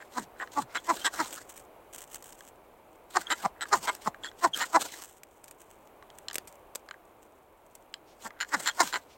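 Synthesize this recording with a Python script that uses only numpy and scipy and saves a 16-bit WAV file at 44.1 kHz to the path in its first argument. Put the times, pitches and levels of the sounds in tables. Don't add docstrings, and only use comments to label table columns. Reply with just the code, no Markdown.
import sys
import numpy as np
from scipy import signal
from scipy.fft import rfft, irfft
from scipy.io import wavfile
from scipy.ndimage import uniform_filter1d

SR = 44100
rng = np.random.default_rng(int(sys.argv[2]) if len(sys.argv) > 2 else 0)


def unload_audio(sound):
    columns = np.transpose(np.atleast_2d(sound))
    steps = np.round(np.clip(columns, -1, 1) * 32767)
    wavfile.write(sys.argv[1], SR, steps.astype(np.int16))


N = 404397
TIME = np.arange(N) / SR
STROKE = np.arange(-3528, 4410) / SR


def undb(db):
    return 10 ** (np.asarray(db) / 20)


def unit(x):
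    return x / np.sqrt(np.mean(x ** 2) + 1e-18)


def add(out, start_s, x):
    i = int(round(start_s * SR))
    x, i = x[max(-i, 0):], max(i, 0)
    out[i:i + len(x)] += x[:len(out) - i]


def band(x, lo_hz, hi_hz, order=2):
    edges_hz = [lo_hz, min(hi_hz, SR / 2 - 1)]
    return signal.sosfilt(signal.butter(order, edges_hz, "band", fs=SR, output="sos"), x)


def colour(x, points, size=4096):
    hz, db = np.transpose(points)
    bins_hz = np.fft.rfftfreq(size, 1 / SR)
    gain = undb(np.interp(np.log(bins_hz + 1), np.log(hz), db))
    cepstrum = irfft(np.log(gain))
    cepstrum[1:size // 2] *= 2
    cepstrum[size // 2 + 1:] = 0
    response = irfft(np.exp(rfft(cepstrum)))[:size // 2]
    return signal.fftconvolve(x, response)[:len(x)]


def ring(x, hz, width_hz):
    r, w = np.exp(-np.pi * width_hz / SR), 2 * np.pi * hz / SR
    y = signal.lfilter([2 * (1 - r) * np.sin(w)], [1, -2 * r * np.cos(w), r * r], x)
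    return signal.lfilter([1, -1], [1, -np.exp(-w / 2)], y)


def slide(x, hz, width_hz):
    turn, r = np.exp(2j * np.pi * np.cumsum(hz) / SR), np.exp(-np.pi * width_hz / SR)
    return (turn * signal.lfilter([1 - r], [1, -r], x / turn)).imag


def walk(rate_hz):
    k = int(SR / rate_hz)
    steps = np.repeat(rng.standard_normal(N // k + 1), k)
    return unit(uniform_filter1d(steps, k)[:N])


def swell(start_s, length_s, db, attack_s, slope_db_per_s, release_s):
    t = TIME - start_s
    ramps = np.maximum(-t, 0) / attack_s + np.maximum(t - length_s, 0) / release_s
    return undb(db + slope_db_per_s * np.clip(t, 0, length_s) - 20 * np.minimum(ramps, 10))


def crackle(points, grains_per_s, spread_db, smooth_db, patchy_db):
    sizes = undb(spread_db * np.minimum(rng.exponential(size=N), 4))
    grains = (rng.random(N) < grains_per_s / SR) * sizes * rng.choice([-1, 1], N)
    hiss = undb(smooth_db) * rng.standard_normal(N)
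    return unit(colour(unit(grains) + hiss, points)) * undb(patchy_db * walk(120))


# frequency in Hz, relative level in dB.
AIR_COLOUR = [(15, -33.5), (25, -3.5), (97, -9), (166, -13), (256, -9), (285, -7), (344, -4), (545, -3.5),
              (591, -2.5), (962, -5.5), (1890, -21), (2220, -18), (5140, -35.5), (8140, -33), (16000, -28)]


def air(level_db=-58, swell_db=-2.5):
    murmur = unit(colour(rng.standard_normal(N), AIR_COLOUR))
    return undb(level_db + swell_db * walk(0.87)) * murmur


# start in seconds, length in seconds, level in dB.
BRUSH_EVENTS = [(0.706, .02, -61.5), (8.082, 0.041, -65), (9.107, 0.026, -61)]


def sleeve(lo_hz=1800, hi_hz=6500, attack_s=0.039, release_s=.06):
    rub = sum(swell(s, length_s, db, attack_s, 0, release_s) for s, length_s, db in BRUSH_EVENTS)
    return rub * unit(band(rng.standard_normal(N), lo_hz, hi_hz))


def ground(x, wet_db=-24, t60_s=0.099):
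    t = TIME[:8192]
    noise = band(rng.standard_normal(len(t)), 300, 5000, order=1)
    tail = noise * np.exp(-np.log(1000) * t / t60_s) * (t > .003)
    echo = signal.fftconvolve(x, tail / np.sqrt(np.sum(tail ** 2)))[:N]
    return x + undb(wet_db) * echo


# start in seconds, length in seconds, level in dB before gain.
STIR_EVENTS = [(1.288, 0.062, -49.5), (1.487, .12, -54.5), (1.932, 0.1, -50), (2.098, 0.096, -54.5),
               (2.246, 0.25, -57.5), (4.929, 0.24, -53), (5.32, 0.23, -67), (5.587, 0.29, -66.5),
               (6.11, 0.12, -73.5), (6.478, 0.075, -63.5), (7.195, 0.11, -79.5), (7.66, 0.21, -75)]
# frequency in Hz, relative level in dB.
RUSTLE_SPECTRUM = [(80, -17.5), (600, -16.5), (1700, -6.5), (2400, -12.5), (3000, -6), (4700, -19),
                   (6000, -7.5), (8200, -1.5), (10200, -15.5), (11600, -8), (14300, -17), (15700, -8)]


def rustle(gain_db=1, attack_s=0.013, settle_db_per_s=-30, release_s=.025, rest_db=-82):
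    stir = undb(rest_db) + sum(swell(s, length_s, db, attack_s, settle_db_per_s, release_s)
                               for s, length_s, db in STIR_EVENTS)
    ticks = crackle(RUSTLE_SPECTRUM, grains_per_s=450, spread_db=4.0, smooth_db=-8.0, patchy_db=5.5)
    return undb(gain_db) * stir * ticks


# start in seconds, peak in dB before gain, t60 in seconds.
SNAP_EVENTS = [(0.957, -28, 0.0047), (1.328, -24, 0.0046), (1.566, -38, 0.025), (1.577, -31.5, 0.015),
               (1.599, -39, 0.012), (1.985, -30, 0.048), (2.145, -24.5, 0.016), (2.225, -34, 0.019),
               (2.33, -34, 0.0061), (2.477, -33.5, 0.0064), (3.196, -48, .008), (3.951, -23.5, 0.0092),
               (4.574, -19, 0.019), (4.588, -28, 0.0094), (4.825, -22.5, 0.024), (5.234, -30, 0.013),
               (5.442, -31, 0.018), (5.481, -33, 0.035), (5.511, -31.5, 0.019), (6.331, -29, 0.029),
               (6.344, -22, 0.022), (6.356, -12.5, 0.019), (6.361, -28, .012), (6.383, -12.5, 0.0072),
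               (6.474, -34, 0.068), (6.526, -41, 0.0092), (6.751, -25, 0.021), (6.756, -21.5, 0.016),
               (7.753, -33, 0.024)]
# frequency in Hz, relative level in dB.
SNAP_SPECTRUM = [(30, -34), (120, -11.5), (450, -4.5), (1400, -7.5), (2400, -6), (4200, -10.5),
                 (5000, -8.5), (7000, -3.5), (8500, 0.5), (10000, -14), (12700, -3.5), (14500, -20),
                 (15700, -12.5)]


def snaps(crack=3.7, gain_db=1):
    out, t = np.zeros(N), TIME[:2048]
    for s, db, t60_s in SNAP_EVENTS:
        burst = rng.standard_normal(len(t)) * np.exp(-np.log(1000) * t / t60_s)
        burst[0] += crack
        sound = colour(burst, SNAP_SPECTRUM)
        add(out, s, undb(db + gain_db) * sound / abs(sound).max())
    return out


# nominal frequency in Hz, nominal width in Hz,
# relative level in dB when pushed, when pulled, when tapped.
ROD_MODES = [(760, 370, -9, -14.5, -28), (962.5, 89, 2.5, -5, -34), (1190, 100, -3.5, -8.5, 7.5),
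             (1464, 154, -2.5, 3, -5), (1658, 215, -3.5, 1.5, 9.5), (1986, 222, -6, -0.5, 3),
             (3130, 360, -60.5, -0.5, 0.5), (4083, 327, -19.5, 0.5, -2.5), (5250, 620, -21, -11, -10.5),
             (6780, 700, -22.5, -12.5, -14), (7450, 190, -17.5, 2, -9.5), (8380, 190, -23, -14.5, -14.5),
             (11800, 1600, -45, -25, -30.5), (15300, 2000, -47, -56, -44)]


def rod(bites, sharp_bites, column, grit, crumble_s, detune, damping, body_hz=1320, edge_hz=2600):
    rings = np.zeros((3, len(bites)))
    for k, (hz, width_hz, *dbs) in enumerate(ROD_MODES):
        clicks = sharp_bites if hz > edge_hz else bites
        crumble = signal.lfilter([1], [1, -np.exp(-1 / (crumble_s * SR))], clicks)
        crumble = crumble / np.sqrt(crumble_s * SR / 2)
        drive = (-1) ** k * clicks + grit * crumble * rng.standard_normal(len(bites))
        mode_hz = hz * (1 + detune * rng.standard_normal())
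        group = np.searchsorted([body_hz, edge_hz], hz)
        rings[group] += undb(dbs[column]) * ring(drive, mode_hz, width_hz * damping)
    return band(rings[0], 490, 2050), band(rings[1], 810, 5500), band(rings[2], 2000, 22000)


# start in seconds, peak in dB before gain, edge-mode gain in dB.
TAP_EVENTS = [(0.474, -38, -2), (2.407, -37.5, 5.5), (3.655, -32.5, -8), (4.145, -35, -8), (4.315, -41, -5),
              (6.0254, -37.5, -10.5), (6.102, -38.5, 8), (6.284, -20.5, 13), (6.3, -32, 7),
              (6.3114, -31.5, 8), (6.888, -35, 3), (6.9105, -28.5, -9), (6.9415, -40, -10),
              (7.9404, -23.5, 12.5), (8.306, -36.5, -11), (8.3909, -50, 0), (8.447, -36, -3)]


def taps(gain_db=1):
    out, click = np.zeros(N), signal.unit_impulse(2048)
    for s, db, bright_db in TAP_EVENTS:
        body, middle, edge = rod(click, click, column=2, grit=1.0, crumble_s=0.0011,
                                 detune=0.025, damping=0.77)
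        sound = body + middle + undb(bright_db) * edge
        add(out, s, undb(db + gain_db) * sound / abs(sound).max())
    return out


# centre in seconds, length in seconds, nominal pitch in Hz, level in dB.
SQUEAK_EVENTS = [(0.784, 0.027, 3340, -43), (1.023, 0.027, 3170, -45), (3.272, 0.021, 3260, -41.5),
                 (4.242, 0.018, 3340, -41), (4.26, 0.015, 3230, -41), (4.283, 0.0295, 3380, -46),
                 (4.543, 0.024, 3230, -30.5), (8.707, 0.027, 3270, -45)]


def squeaks(second_db=-18, third_db=-28, rough_db=6.0):
    out, wobble, grip = np.zeros(N), .012 * walk(900), undb(rough_db * walk(500))
    for s, length_s, hz, db in SQUEAK_EVENTS:
        start = int(s * SR)
        now = slice(start, start + int(length_s * SR))
        phase = 2 * np.pi * np.cumsum(hz * (1 + wobble[now])) / SR
        tone = np.sin(phase) + undb(second_db) * np.sin(2 * phase) + undb(third_db) * np.sin(3 * phase)
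        tone = unit(grip[now] * tone) * signal.windows.tukey(len(tone), .5)
        add(out, s - length_s / 2, undb(db) * tone)
    return out


# start in seconds, length in seconds, level in dB before gain.
SPARK_EVENTS = [(0.943, 0.094, -43.5), (1.131, 0.036, -46.5), (1.232, 0.18, -44), (3.196, 0.017, -45),
                (3.363, 0.093, -52.5), (3.747, 0.027, -41), (3.833, 0.04, -43), (3.923, 0.025, -51.5),
                (4.565, 0.023, -39), (4.803, 0.067, -40), (4.925, 0.1, -46.5), (8.596, 0.073, -42),
                (8.83, 0.071, -43)]


def spark_fizz(attack_s=0.025, burn_db_per_s=-55, release_s=0.049):
    return sum(swell(s, length_s, db, attack_s, burn_db_per_s, release_s)
               for s, length_s, db in SPARK_EVENTS)


def pull_fizz(attack_s=0.045, sag_db_per_s=-30, release_s=0.087):
    return sum(swell(s, length_s, db, attack_s, sag_db_per_s, release_s)
               for s, length_s, *_, db in PULL_STROKES)


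def push_fizz(lead_s=0.058, build_db=8, attack_s=.025, sag_db_per_s=-50, release_s=0.014):
    total = 0
    for s, _, _, run_out_s, *_, db in PUSH_STROKES:
        lead = swell(s - lead_s, lead_s, db - build_db, attack_s, build_db / lead_s, release_s)
        total = total + np.maximum(lead, swell(s, run_out_s, db, attack_s, sag_db_per_s, release_s))
    return total


# frequency in Hz, relative level in dB.
FIZZ_SPECTRUM = [(80, -16.5), (300, 1), (700, -2.5), (1600, -3.5), (2450, -3.5), (3100, 0), (4700, -3.5),
                 (6000, -1.5), (7800, 4), (9000, -0.5), (10200, -13), (11600, -3), (14300, -12),
                 (15700, -6.5)]


def fizz(gain_db=1, sheen_db=3, sheen_hz=6800, sheen_width_hz=1300, roam=0.22, grate_db=9):
    amount = np.sqrt(push_fizz() ** 2 + pull_fizz() ** 2 + spark_fizz() ** 2)
    flakes = amount * crackle(FIZZ_SPECTRUM, grains_per_s=5000, spread_db=4.5, smooth_db=-4, patchy_db=3.0)
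    sheen = slide(flakes, sheen_hz * np.exp(roam * walk(22)), sheen_width_hz)
    grate = sum(ring(flakes, hz, width_hz) * undb(push_db / 2) * walk(25)
                for hz, width_hz, push_db, *_ in ROD_MODES[:8])
    return undb(gain_db) * (flakes + undb(sheen_db) * sheen + undb(grate_db) * grate)


def ridges(rate_hz, jitter, scatter_db):
    travel = np.cumsum(rate_hz) / SR
    at = np.flatnonzero(np.diff(np.floor(travel - np.interp(0, STROKE, travel))))
    chance = rng.standard_normal((128, 2))[:len(at)]
    shift = (jitter * SR / rate_hz[at] * chance[:, 0]).astype(int)
    at = np.clip(at + shift, 0, len(STROKE) - 1)
    clicks = np.zeros(len(STROKE))
    clicks[at] = undb(scatter_db * chance[:, 1])
    return clicks


def blend(layers, dbs):
    span = .06 * SR
    return sum(undb(db) * x / np.sqrt(np.sum(x ** 2) / span + 1e-18) for x, db in zip(layers, dbs))


# first contact in seconds, length in seconds, mid-stroke ridges per second,
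# body, middle, edge and thud levels in dB, fizz level in dB before gain.
PULL_STROKES = [(0.003, 0.023, 280, -64, -52.5, -66.5, -70, -65),
                (0.3992, 0.038, 210, -42.5, -38.5, -56, -53.5, -60.5),
                (0.7488, 0.026, 267, -43.5, -34.5, -42.5, -50.5, -56),
                (1.0452, 0.033, 310, -36, -31.5, -31, -47, -56),
                (3.303, 0.03, 287, -35.5, -31, -34, -45, -50),
                (3.6087, 0.029, 168, -49, -38.5, -40.5, -58, -78),
                (3.874, 0.027, 248, -31.5, -33.5, -39.5, -49, -55),
                (4.2363, 0.038, 147, -56, -43.5, -47, -59, -63),
                (4.6007, 0.041, 258, -37.5, -33.5, -37.5, -53, -45.5),
                (8.403, 0.029, 196, -52.5, -35.5, -38.5, -63, -65),
                (8.6593, 0.037, 237, -41, -32, -31.5, -60, -52),
                (8.927, 0.042, 176, -36.5, -34, -38, -48.5, -53)]


def pulls(swell_db=3.5, fade_db=4, release_s=0.077, lead_db=-18, lead_s=0.04, quickening=.5, edge_power=1.9):
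    out, t = np.zeros(N), STROKE
    for s, length_s, rate_hz, *dbs, _ in PULL_STROKES:
        gone = t / length_s
        inside = np.clip(gone, 0, 1)
        arc_db = swell_db * np.sin(np.pi * inside) - fade_db * inside
        force = undb(arc_db) * np.exp(-np.maximum(gone - 1, 0) / release_s)
        force = np.where(t < -.002, undb(lead_db) * np.exp(-abs(t) / lead_s), force)
        clicks = ridges(rate_hz * np.exp(quickening * (inside - .5)), jitter=0.043, scatter_db=2.5)
        rings = rod(clicks * force, clicks * force ** edge_power, column=1, grit=1.0,
                    crumble_s=0.0021, detune=0.045, damping=0.76)
        thud = band(clicks * force, 270, 580)
        add(out, s + t[0], blend([*rings, thud], dbs))
    return out


# hardest bite in seconds, rise, fall and run-out in seconds, ridges per second
# at the bite, body, middle, edge and thud levels in dB, fizz level in dB before gain.
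PUSH_STROKES = [(0.1805, 0.014, 0.0086, 0.058, 249, -35, -44, -48.5, -41.5, -49.5),
                (0.5847, 0.013, 0.0086, 0.042, 288, -28.5, -48.5, -51, -39.5, -47),
                (0.904, 0.013, 0.0082, 0.031, 340, -26, -38, -43, -38.5, -48),
                (1.2054, 0.013, 0.012, 0.027, 326, -32, -34, -42, -39.5, -42.5),
                (3.168, 0.01, 0.0079, 0.026, 372, -27, -33, -37.5, -41, -49.5),
                (3.4591, 0.012, 0.0011, 0.0056, 192, -28.5, -42.5, -49, -43, -47),
                (3.7318, 0.0078, 0.013, 0.039, 412, -24, -31, -34, -39, -49.5),
                (4.0781, 0.012, 0.002, 0.0041, 216, -30.5, -44.5, -49, -41.5, -45),
                (4.4473, 0.011, 0.01, 0.0324, 350, -23, -34, -38.5, -37, -46.5),
                (4.758, 0.012, 0.0098, 0.024, 332, -21, -31.5, -38.5, -35.5, -45),
                (8.262, 0.013, 0.01, 0.013, 227, -46, -47, -57.5, -53.5, -48),
                (8.5424, 0.011, 0.0096, 0.036, 294, -32.5, -30.5, -40, -43.5, -47),
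                (8.8084, 0.01, 0.01, 0.04, 358, -25, -30, -30, -40.5, -45.5)]


def pushes(shape=1.7, skirt_db=-12, skirt_reach=1.91, slowing_s=.05, edge_power=1.4,
           thud_hz=350, end_hz=120, thud_width_hz=90, drag=0.026, sag=0.294):
    out, t = np.zeros(N), STROKE
    for s, rise_s, fall_s, run_out_s, rate_hz, *dbs, _ in PUSH_STROKES:
        reach = abs(t) / np.maximum(np.where(t < 0, rise_s, fall_s), 1 / SR)
        force = np.exp(-reach ** shape) + undb(skirt_db) * np.exp(-(reach / skirt_reach) ** 2)
        slowing_hz = rate_hz / (1 + (np.maximum(t, 0) / slowing_s) ** 2)
        clicks = ridges(slowing_hz, jitter=0.037, scatter_db=3.0)
        rings = rod(clicks * force, clicks * force ** edge_power, column=0, grit=0.35,
                    crumble_s=0.00087, detune=0.033, damping=1)
        gone = np.maximum(t, 0) / max(run_out_s, 1 / SR)
        drop = np.exp(-(gone / 0.91) ** 2.6) * min(rate_hz / 300, 1)
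        pitch_hz = end_hz + (thud_hz - end_hz) * drop
        lean = np.where(t < 0, force, np.exp(-1.1 * gone - (gone / 2.1) ** 6))
        shove = lean * (clicks + drag * rng.standard_normal(len(t)))
        thud = band(slide(shove, pitch_hz, thud_width_hz), 120, 490)
        slowed_s = t - sag * np.cumsum(1 - np.exp(-gone ** 2)) / SR
        body = np.interp(slowed_s, t, rings[0])
        add(out, s + t[0], blend([body, *rings[1:], thud], dbs))
    return out


def strokes():
    return pushes() + pulls() + fizz() + squeaks()


def scene():
    close = strokes() + taps() + rustle() + snaps()
    return (ground(close) + air() + sleeve())[None]


def record(dry, top_hz=16000):
    return signal.sosfilt(signal.ellip(10, .2, 70, top_hz, fs=SR, output="sos"), dry)


dry = scene()
out = record(dry)
unload_audio(out)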